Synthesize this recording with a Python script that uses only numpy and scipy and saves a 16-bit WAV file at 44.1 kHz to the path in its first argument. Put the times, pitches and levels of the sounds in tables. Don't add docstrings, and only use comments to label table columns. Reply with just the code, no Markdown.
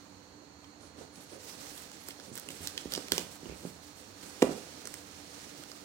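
import sys
import numpy as np
from scipy import signal
from scipy.fft import rfft, irfft, next_fast_len
from scipy.io import wavfile
from scipy.ndimage import uniform_filter1d

SR = 44100
rng = np.random.default_rng(int(sys.argv[2]) if len(sys.argv) > 2 else 0)


def write(x):
    x = np.atleast_2d(x).T
    wavfile.write(sys.argv[1], SR, np.round(np.clip(x, -1, 1) * 32767).astype(np.int16))


N = 257794

# (frequency [Hz], level [dB per Hz])
SCRAPE_TONE = [(410, -14), (700, -1.5), (757, 1.5), (1070, -10.5), (1260, 1.5), (1360, -4.5), (1690, -1.5),
               (2720, -3.5), (5800, -0.5), (10000, -8), (13000, -22), (22000, -120)]
HISS_TONE = [(6500, -6.5), (8000, 0.5), (10000, -5), (12000, -9.5), (13500, -39)]
SIZZLE_TONE = [(10500, -19), (12000, -6), (14000, -2.5), (16000, -3)]
RUMBLE_TONE = [(24, -25), (40, -36), (65, -19), (107, -5.5), (150, 2.5), (300, 2.5), (511, 5), (661, -5),
               (724, -5.5), (1210, -11.5), (1500, -9.5), (1950, -41), (3300, -120)]
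# (time [s], level [dB])
PRESSING = [(0, -65.5), (.75, -79), (1.1, -68), (1.4, -57.5), (1.5, -51), (1.8, -56), (1.88, -55),
            (2.3, -59), (2.5, -54.5), (2.68, -52.5), (3.05, -52.5), (3.4, -58.5), (3.47, -53.5),
            (3.75, -59.5), (4.15, -57.5), (4.27, -54.5), (4.6, -51.5), (5.2, -56), (5.36, -52.5),
            (5.85, -56)]
# (start [s], length [s], hiss level [dB], sizzle above hiss [dB], scrape above hiss [dB])
BLADE_SLIDES = [(.09, 0.046, -78, -9, -2), (.61, 0.086, -74, -7, 0), (0.807, 0.072, -71, -7, 9.5),
                (.98, 0.048, -70.5, 0, 14), (1.161, .08, -61.5, -9, 0.5), (1.298, 0.043, -64.5, -7, 6),
                (1.432, .1, -54.5, -2, -10), (1.61, .21, -54.5, -3, -4), (1.93, 0.04, -64, -5, -12),
                (2.074, 0.027, -52.5, -5, -5), (2.235, 0.024, -59.5, -5, 1), (2.353, 0.034, -49.5, -8, -11),
                (2.503, 0.068, -53, -5, -6), (2.613, 0.068, -49, -5, -4.5), (2.773, 0.025, -54, -8, 1),
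                (2.915, 0.039, -45, -11, -6), (3.124, 0.091, -47.5, -3, -0.5), (3.315, .04, -56.5, -2, -2),
                (3.546, 0.17, -58.5, -5, -15), (3.826, 0.046, -63, -3, 1), (3.965, .05, -60, -5, -13),
                (4.235, 0.068, -54.5, -6, -1.5), (4.418, 0.024, -48, -7, -8), (4.512, 0.044, -55, -10, 2.5),
                (4.857, 0.13, -56.5, -9, -11), (5.12, 0.056, -68.5, -7, 12), (5.3, 0.14, -64, -4, 6),
                (5.574, .04, -61, -1, -16), (5.69, 0.068, -61, -4, -4)]
# (start [s], length [s], level [dB])
WALL_SHOVES = [(0.354, .09, -61), (.81, 0.032, -56), (.98, 0.061, -50.5), (1.18, 0.026, -57),
               (1.33, 0.027, -49), (1.616, 0.03, -54), (2.225, 0.17, -55), (2.474, 0.063, -51.5),
               (2.758, 0.028, -50), (2.93, 0.061, -47.5), (3.125, 0.016, -47), (3.192, 0.065, -50.5),
               (3.457, 0.097, -52.5), (3.63, 0.035, -51.5), (4.258, 0.027, -56), (4.447, 0.047, -36),
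               (4.76, 0.029, -57)]

def rubbing():
    press = amp(np.interp(np.arange(N) / SR, *np.transpose(PRESSING)))
    start, length, db, sizzle_db, scrape_db = np.transpose(BLADE_SLIDES)
    slides = lambda above_db: swells(start, length, db + above_db, rise_db_per_s=800, fall_db_per_s=220)
    shoves = swells(*np.transpose(WALL_SHOVES), rise_db_per_s=500, fall_db_per_s=170)
    shake = drift(30)
    scrape = np.hypot(press, slides(scrape_db)) * amp(1.35 * shake)
    out = scrape * stereo_noise(SCRAPE_TONE, grains(9000, spread_db=1.5))
    hiss = np.hypot(amp(-28) * press, slides(0)) * amp(.9 * shake + 1.8 * drift(20))
    out += hiss * stereo_noise(HISS_TONE, grains(9000, spread_db=3))
    sizzle = np.hypot(amp(-10) * press, slides(sizzle_db)) * amp(1.3 * shake)
    out += sizzle * stereo_noise(SIZZLE_TONE, grains(7300, spread_db=-6))
    rumble = np.hypot(amp(-4) * press, shoves) * amp(0.82 * drift(25))
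    return out + rumble * stereo_noise(RUMBLE_TONE, grains(900, spread_db=2))


# (time [s], high part's peak [dB], high pitch [Hz], low pitch [Hz], low part [dB], top [dB], crack [dB])
STRAP_SLIPS = [(0.6435, -41, 4520, 1390, -20, -17, -12), (1.1573, -41.5, 6250, 2230, -11, -10, -10),
               (1.7777, -35, 4790, 1570, -13, 1, -10), (1.8194, -41, 8500, 3000, -15, 2, -10),
               (1.8356, -39, 7490, 1650, -17, -8, -12), (1.9155, -38, 6200, 1250, -11, -4, -10),
               (2.0853, -29, 7040, 1320, -13, 4, -3), (2.1065, -33, 4600, 2150, -9, -8, -16),
               (2.1986, -36.5, 4810, 1440, -6, -10, -10), (2.354, -36, 7560, 1300, -9, 9, -12),
               (2.3684, -37, 4700, 1550, -17, 2, -6), (2.376, -29.5, 4530, 1610, -13, 3, -4),
               (2.383, -35, 7190, 1390, -4, -6, -4), (2.3968, -33, 7270, 1500, -19, 4, -10),
               (2.4872, -30, 8300, 2800, 1, -8, -4), (2.5039, -33, 8740, 2800, -3, -6, -1),
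               (2.6723, -18, 6050, 1440, -20, -3.5, -12), (2.6807, -30, 5100, 2360, -28, -6, -16),
               (2.777, -20.5, 4300, 2180, -6.5, -15, -3.5), (2.9207, -21.5, 4840, 1360, -25, -8, -12),
               (2.9366, -17.5, 5700, 1470, -21, -5.5, -19), (2.9496, -21.5, 5700, 3240, -3, -14, -7),
               (2.9603, -23, 5500, 1540, -25, -21, -13), (2.9764, -23.5, 5550, 1520, -8, -16, -14),
               (3.083, -37, 6100, 2380, -2, -7, 5), (3.1194, -12.5, 4400, 1560, -12.5, -7, 2),
               (3.134, -26, 6200, 1230, -11, -14, -12), (3.1797, -18, 6350, 2780, -1.5, -8, 0),
               (3.193, -29, 6590, 2100, -15, -12, -8), (4.2126, -37, 7220, 1410, -19, -13, -12),
               (4.4204, -25, 7850, 2070, 7.5, -5, 0.5), (4.4222, -22, 4580, 2270, 2, -10, -4),
               (4.4254, -21.5, 5370, 1260, 0, -10, 8), (4.8538, -28.5, 8100, 1780, -12.5, -15, -10),
               (4.872, -24.5, 9000, 1650, -8, -20, -5.5), (4.9401, -27.5, 7500, 1750, -9, -1, -5),
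               (5.6361, -38, 3770, 1170, -16, -10, 4), (5.716, -30, 5770, 1140, -15, -18, -7)]

def strap_ticks():
    out, t = np.zeros(N), np.arange(2000) / SR
    rise_s, fade_s = .0006, .01
    envelope = np.minimum(t / rise_s, 1) * amp(-60 * t / fade_s)
    for time, db, high_hz, low_hz, *parts_db in STRAP_SLIPS:
        bands_hz = (high_hz / 1.47, high_hz * 1.12), (low_hz / 1.21, low_hz * 1.22)
        bands_hz += (9000, 15900), (780, 9000)
        i = round(time * SR)
        for band_hz, part_db in zip(bands_hz, (0, *parts_db)):
            part = filtered(rng.standard_normal(len(t)) * envelope, band_hz, "band")
            out[i:i + len(t)] += amp(db + part_db) * part / abs(part).max()
    return out


# (time [s], level [dB], contact time [s], left boost [dB])
BOX_KNOCKS = [(0.999, -44, 0.0017, -2), (1.029, -44, 0.001, -2), (1.323, -43, 0.0011, -2),
              (1.36, -50, 0.0022, -4), (1.514, -45.5, 0.0029, 0), (1.65, -41, 0.00086, 0),
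              (2.088, -36.5, 0.0013, -2), (2.19, -39, 0.00095, 1), (2.313, -35.5, 0.0035, -1),
              (2.323, -36, 0.0027, -5), (2.46, -45, 0.0018, -1), (2.604, -37.5, 0.0023, 1),
              (2.855, -27, 0.0017, -0.5), (2.977, -23.5, 0.001, 2.5), (3.121, -21, 0.0013, -1),
              (3.133, -28.5, 0.0016, 1), (3.18, -20.5, 0.00077, -0.5), (3.195, -31, 0.0018, 2),
              (3.429, -35.5, 0.0021, 1), (3.456, -34, 0.0015, -2), (3.463, -35, 0.0026, -10),
              (3.495, -31, 0.0016, -11), (3.525, -49, 0.0012, -6), (3.647, -30, 0.0028, 1.5),
              (3.65, -26, 0.0014, -1), (4.421, -18, 0.001, 9.5), (4.425, -5, 0.0012, 3),
              (4.431, -19, 0.0011, -5), (4.439, -24, 0.0018, 4), (4.444, -16.5, 0.0015, 5),
              (4.855, -38, 0.0011, -1), (5.548, -42, 0.0011, -1), (5.596, -41, 0.0021, 1)]
# (pitch [Hz], level [dB], time to fade by 60 dB [s])
BOX_NOTES = [(184.3, -1, 0.48), (194, -23, 0.069), (288.7, -3, 0.25), (353, 0.5, 0.058), (418, 5.5, 0.065),
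             (443, 0, 0.065), (512, 4.5, 0.075), (584, -3, 0.17), (683, -12, 0.22), (800, -1, 0.076),
             (1020, 5, 0.058), (1150, 6, 0.076), (1650, -27, .05), (2051, -11, .05)]

def box_knocks():
    out, t = np.zeros((2, N)), np.arange(16000) / SR
    for time, db, contact_s, left_db in BOX_KNOCKS:
        u = t / contact_s - 1
        spring_back = -np.cos(np.pi * u / (0.5 + 0.29 * u)) * np.exp(-.6 * u)
        push = np.where(u < 0, -(1 + u) ** 2, spring_back) * (u < 6)
        notes = sum(amp(note_db + rng.normal(0, 0.74) - 60 * t / fade_s) * np.sin(2 * np.pi * hz * t)
                    for hz, note_db, fade_s in BOX_NOTES)
        ring = signal.fftconvolve(notes, push[:900])[:len(t)]
        knock = amp(db) * (0.91 * push + amp(-9) * ring / abs(ring).max())
        i = round(time * SR)
        out[:, i:i + len(t)] += (amp([[left_db], [0]]) * knock)[:, :N - i]
    return filtered(out, 150, "high", order=3)


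# (time [s], pitch [Hz], level [dB], time to fade by 60 dB [s])
BOX_THUDS = [(2.603, 85.4, -43, 0.21), (2.857, 70, -42, 0.15), (3.119, 61, -39, 0.13),
             (3.488, 65.5, -40, 0.23), (4.43, 59.6, -44, 0.23)]

def box_thuds():
    out, t = np.zeros(N), np.arange(16000) / SR
    rise = np.minimum(t / 0.0061, 1)
    for time, hz, db, fade_s in BOX_THUDS:
        i = round(time * SR)
        out[i:i + len(t)] += rise * amp(db - 60 * t / fade_s) * np.sin(2 * np.pi * hz * t)
    return out


# (start [s], end [s], first pitch [Hz],
# last pitch [Hz], width [Hz], level [dB])
BLADE_STROKES = [(.8, .89, 8800, 10300, 900, -63.5), (0.974, 1.056, 9500, 8240, 1200, -66),
                 (1.119, 1.198, 9250, 10000, 700, -61), (1.2, 1.258, 11000, 11500, 900, -57),
                 (1.292, 1.378, 9100, 9360, 500, -56), (1.4, 1.467, 7500, 7300, 800, -56),
                 (1.45, 1.55, 5500, 5770, 700, -50), (1.6, 1.738, 5740, 6500, 900, -51),
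                 (1.904, 1.978, 7300, 7500, 350, -58), (2.166, 2.218, 5000, 5360, 900, -59),
                 (2.223, 2.268, 6500, 6900, 1500, -53), (2.324, 2.35, 6960, 8300, 1500, -48),
                 (3.455, 3.46, 2930, 2880, 300, -41), (3.47, 3.562, 2690, 2370, 352, -52.5)]

def blade_rasps():
    out = np.zeros((2, N))
    for start, end, from_hz, to_hz, width_hz, db in BLADE_STROKES:
        i, size = round(start * SR), round((end - start) * SR)
        rough = rms_one(filtered(rng.standard_normal((2, SR // 5)), width_hz, "low"))[:, :size]
        phase = 2 * np.pi * np.cumsum(np.linspace(from_hz, to_hz, size)) / SR
        out[:, i:i + size] += amp(db) * signal.windows.tukey(size, .5) * rough * np.sin(phase)
    return out


# (start [s], end [s], time of the arch's top [s], top pitch [Hz], level [dB])
THIN_SQUEAKS = [(1.712, 1.785, 1.746, 11300, -58), (1.985, 2.065, 2.032, 11300, -57),
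                (2.275, 2.32, 2.325, 10000, -61)]

def squeaks():
    out, flutter_db = np.zeros(N), 4 * drift(150)
    arch_hz_per_s2 = 8e5
    for start, end, top_s, top_hz, db in THIN_SQUEAKS:
        i = np.arange(round(start * SR), round(end * SR))
        hz = top_hz - arch_hz_per_s2 * (i / SR - top_s) ** 2
        phase = 2 * np.pi * np.cumsum(hz) / SR
        tones = np.sin(phase) + amp(-4) * np.sin(1.055 * phase)
        out[i] += amp(db + flutter_db[i]) * signal.windows.tukey(len(i), .5) * tones
    return out


def tiled_room(sound):
    t = np.arange(SR // 2) / SR
    fade_s, echo_db, bass_hz, dull_hz = 0.42, -13, 700, 5570
    noise = rng.standard_normal((3, len(t))) * amp(-60 * t / fade_s) * np.minimum(t / 0.0011, 1)
    tail = filtered(noise[2], bass_hz, "low") + filtered(noise[:2], bass_hz, "high")
    tail = filtered(tail, dull_hz, "low", order=1)
    tail /= np.sqrt((tail ** 2).sum(1).mean())
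    return amp(echo_db) * signal.fftconvolve(sound[None], tail)[:, :N]


# (pitch [Hz], width [Hz], level [dB])
MOTOR_HUM = [(81, 1.6, -68.5), (97.6, 13, -68.5), (192, 49, -67.5), (300, 18, -64), (500.2, 21, -71)]
# (multiple of the turning rate [times], level [dB])
MOTOR_WHINE = [(51, -74), (52, -79), (53, -73), (54, -73), (55, -64), (56, -70), (57, -75), (58, -73),
               (59, -74)]

def motor():
    turning_hz, drone_hz, drone_db = 77.77, 288.3, -58
    hum, t = np.zeros(N), np.arange(N) / SR
    for hz, width_hz, db in MOTOR_HUM:
        band = shaped(rng.standard_normal(N), lambda f: 1 / (1 + (2 * (f - hz) / width_hz) ** 2))
        hum += amp(db) * rms_one(band)
    whine = sum(amp(db + 0.5 * drift(3.3)) * np.sin(2 * np.pi * (k * turning_hz * t + rng.random((2, 1))))
                for k, db in MOTOR_WHINE)
    drone_phase = 2 * np.pi * np.cumsum(drone_hz + 3.64 * drift(13)) / SR
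    return hum + whine + amp(drone_db + 1.3 * drift(14)) * np.sin(drone_phase)


# (frequency [Hz], level [dB per Hz])
AIR_TONE = [(25, -40), (60, -6.5), (90, -9.5), (260, -5), (500, -8.5), (900, -10), (2000, -17.5),
            (3500, -23), (4350, -18), (5200, -24.5), (6600, -16.5), (8500, -31), (11000, -37), (16000, -38)]

def air():
    return amp(-56.5) * stereo_noise(AIR_TONE, rng.standard_normal(N))


# (frequency [Hz], likeness [-1 to 1])
SIDES_ALIKE = [(60, 0.91), (180, 1), (550, 0.29), (1650, -0.17), (4970, 0.025), (15000, 0.057)]

def stereo_noise(tone, source):
    alike = lambda hz: np.clip(at_hz(SIDES_ALIKE, hz), -.9, .99)
    middle = shaped(source, lambda hz: amp(at_hz(tone, hz)) * np.sqrt(1 + alike(hz)))
    envelope = np.sqrt(abs(uniform_filter1d(source ** 2, size=20)))
    side_noise = rng.standard_normal(N) * envelope
    side = shaped(side_noise, lambda hz: amp(at_hz(tone, hz)) * np.sqrt(1 - alike(hz)))
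    return np.array([middle + side, middle - side]) / np.sqrt(np.mean(middle ** 2))


def grains(per_s, spread_db):
    sizes = amp(spread_db * np.minimum(rng.exponential(1, N), 5)) * rng.choice([-1, 1], N)
    return rms_one(sizes * (rng.random(N) < per_s / SR))


def swells(start, length, db, rise_db_per_s, fall_db_per_s):
    t = np.arange(0, N + 64, 64)[:, None] / SR
    before_s, after_s = np.maximum(start - t, 0), np.maximum(t - start - length, 0)
    gains = amp(db - rise_db_per_s * before_s - fall_db_per_s * after_s)
    return np.interp(np.arange(N) / SR, t[:, 0], np.sqrt((gains ** 2).sum(1)))


def drift(rate_hz):
    count = int(N / SR * rate_hz * 2) + 2
    return np.interp(np.arange(N), np.linspace(0, N, count), rng.standard_normal(count))


def filtered(x, hz, kind, order=2):
    return signal.sosfilt(signal.butter(order, hz, kind, fs=SR, output="sos"), x)


def shaped(x, gain):
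    size = next_fast_len(N)
    hz = np.maximum(np.arange(size // 2 + 1) * SR / size, 1)
    return irfft(rfft(x, size) * gain(hz), size)[..., :N]


def at_hz(table, hz):
    row_hz, values = np.transpose(table)
    return np.interp(np.log(hz), np.log(row_hz), values)


def amp(db):
    return 10 ** (np.asarray(db) / 20)


def rms_one(x):
    return x / np.sqrt(np.mean(x ** 2) + 1e-20)


def scene():
    near = strap_ticks() + squeaks() + box_knocks() + box_thuds()
    near[1] = np.roll(near[1], 6)
    return near + air() + tiled_room(near[1]) + rubbing() + blade_rasps() + motor()


# (frequency [Hz], left compared with right [dB])
LEFT_LEVEL = [(60, -7.5), (240, -8.5), (950, -8.0), (3770, -8.0), (15000, -13)]

def record(dry):
    gain_db, cutoff_hz = 1.5, 15900
    left = shaped(dry[0], lambda hz: amp(at_hz(LEFT_LEVEL, hz)))
    treble_cut = signal.ellip(12, .5, 70, cutoff_hz, fs=SR, output="sos")
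    return signal.sosfilt(treble_cut, amp(gain_db) * np.array([left, dry[1]]))


dry = scene()
out = record(dry)
write(out)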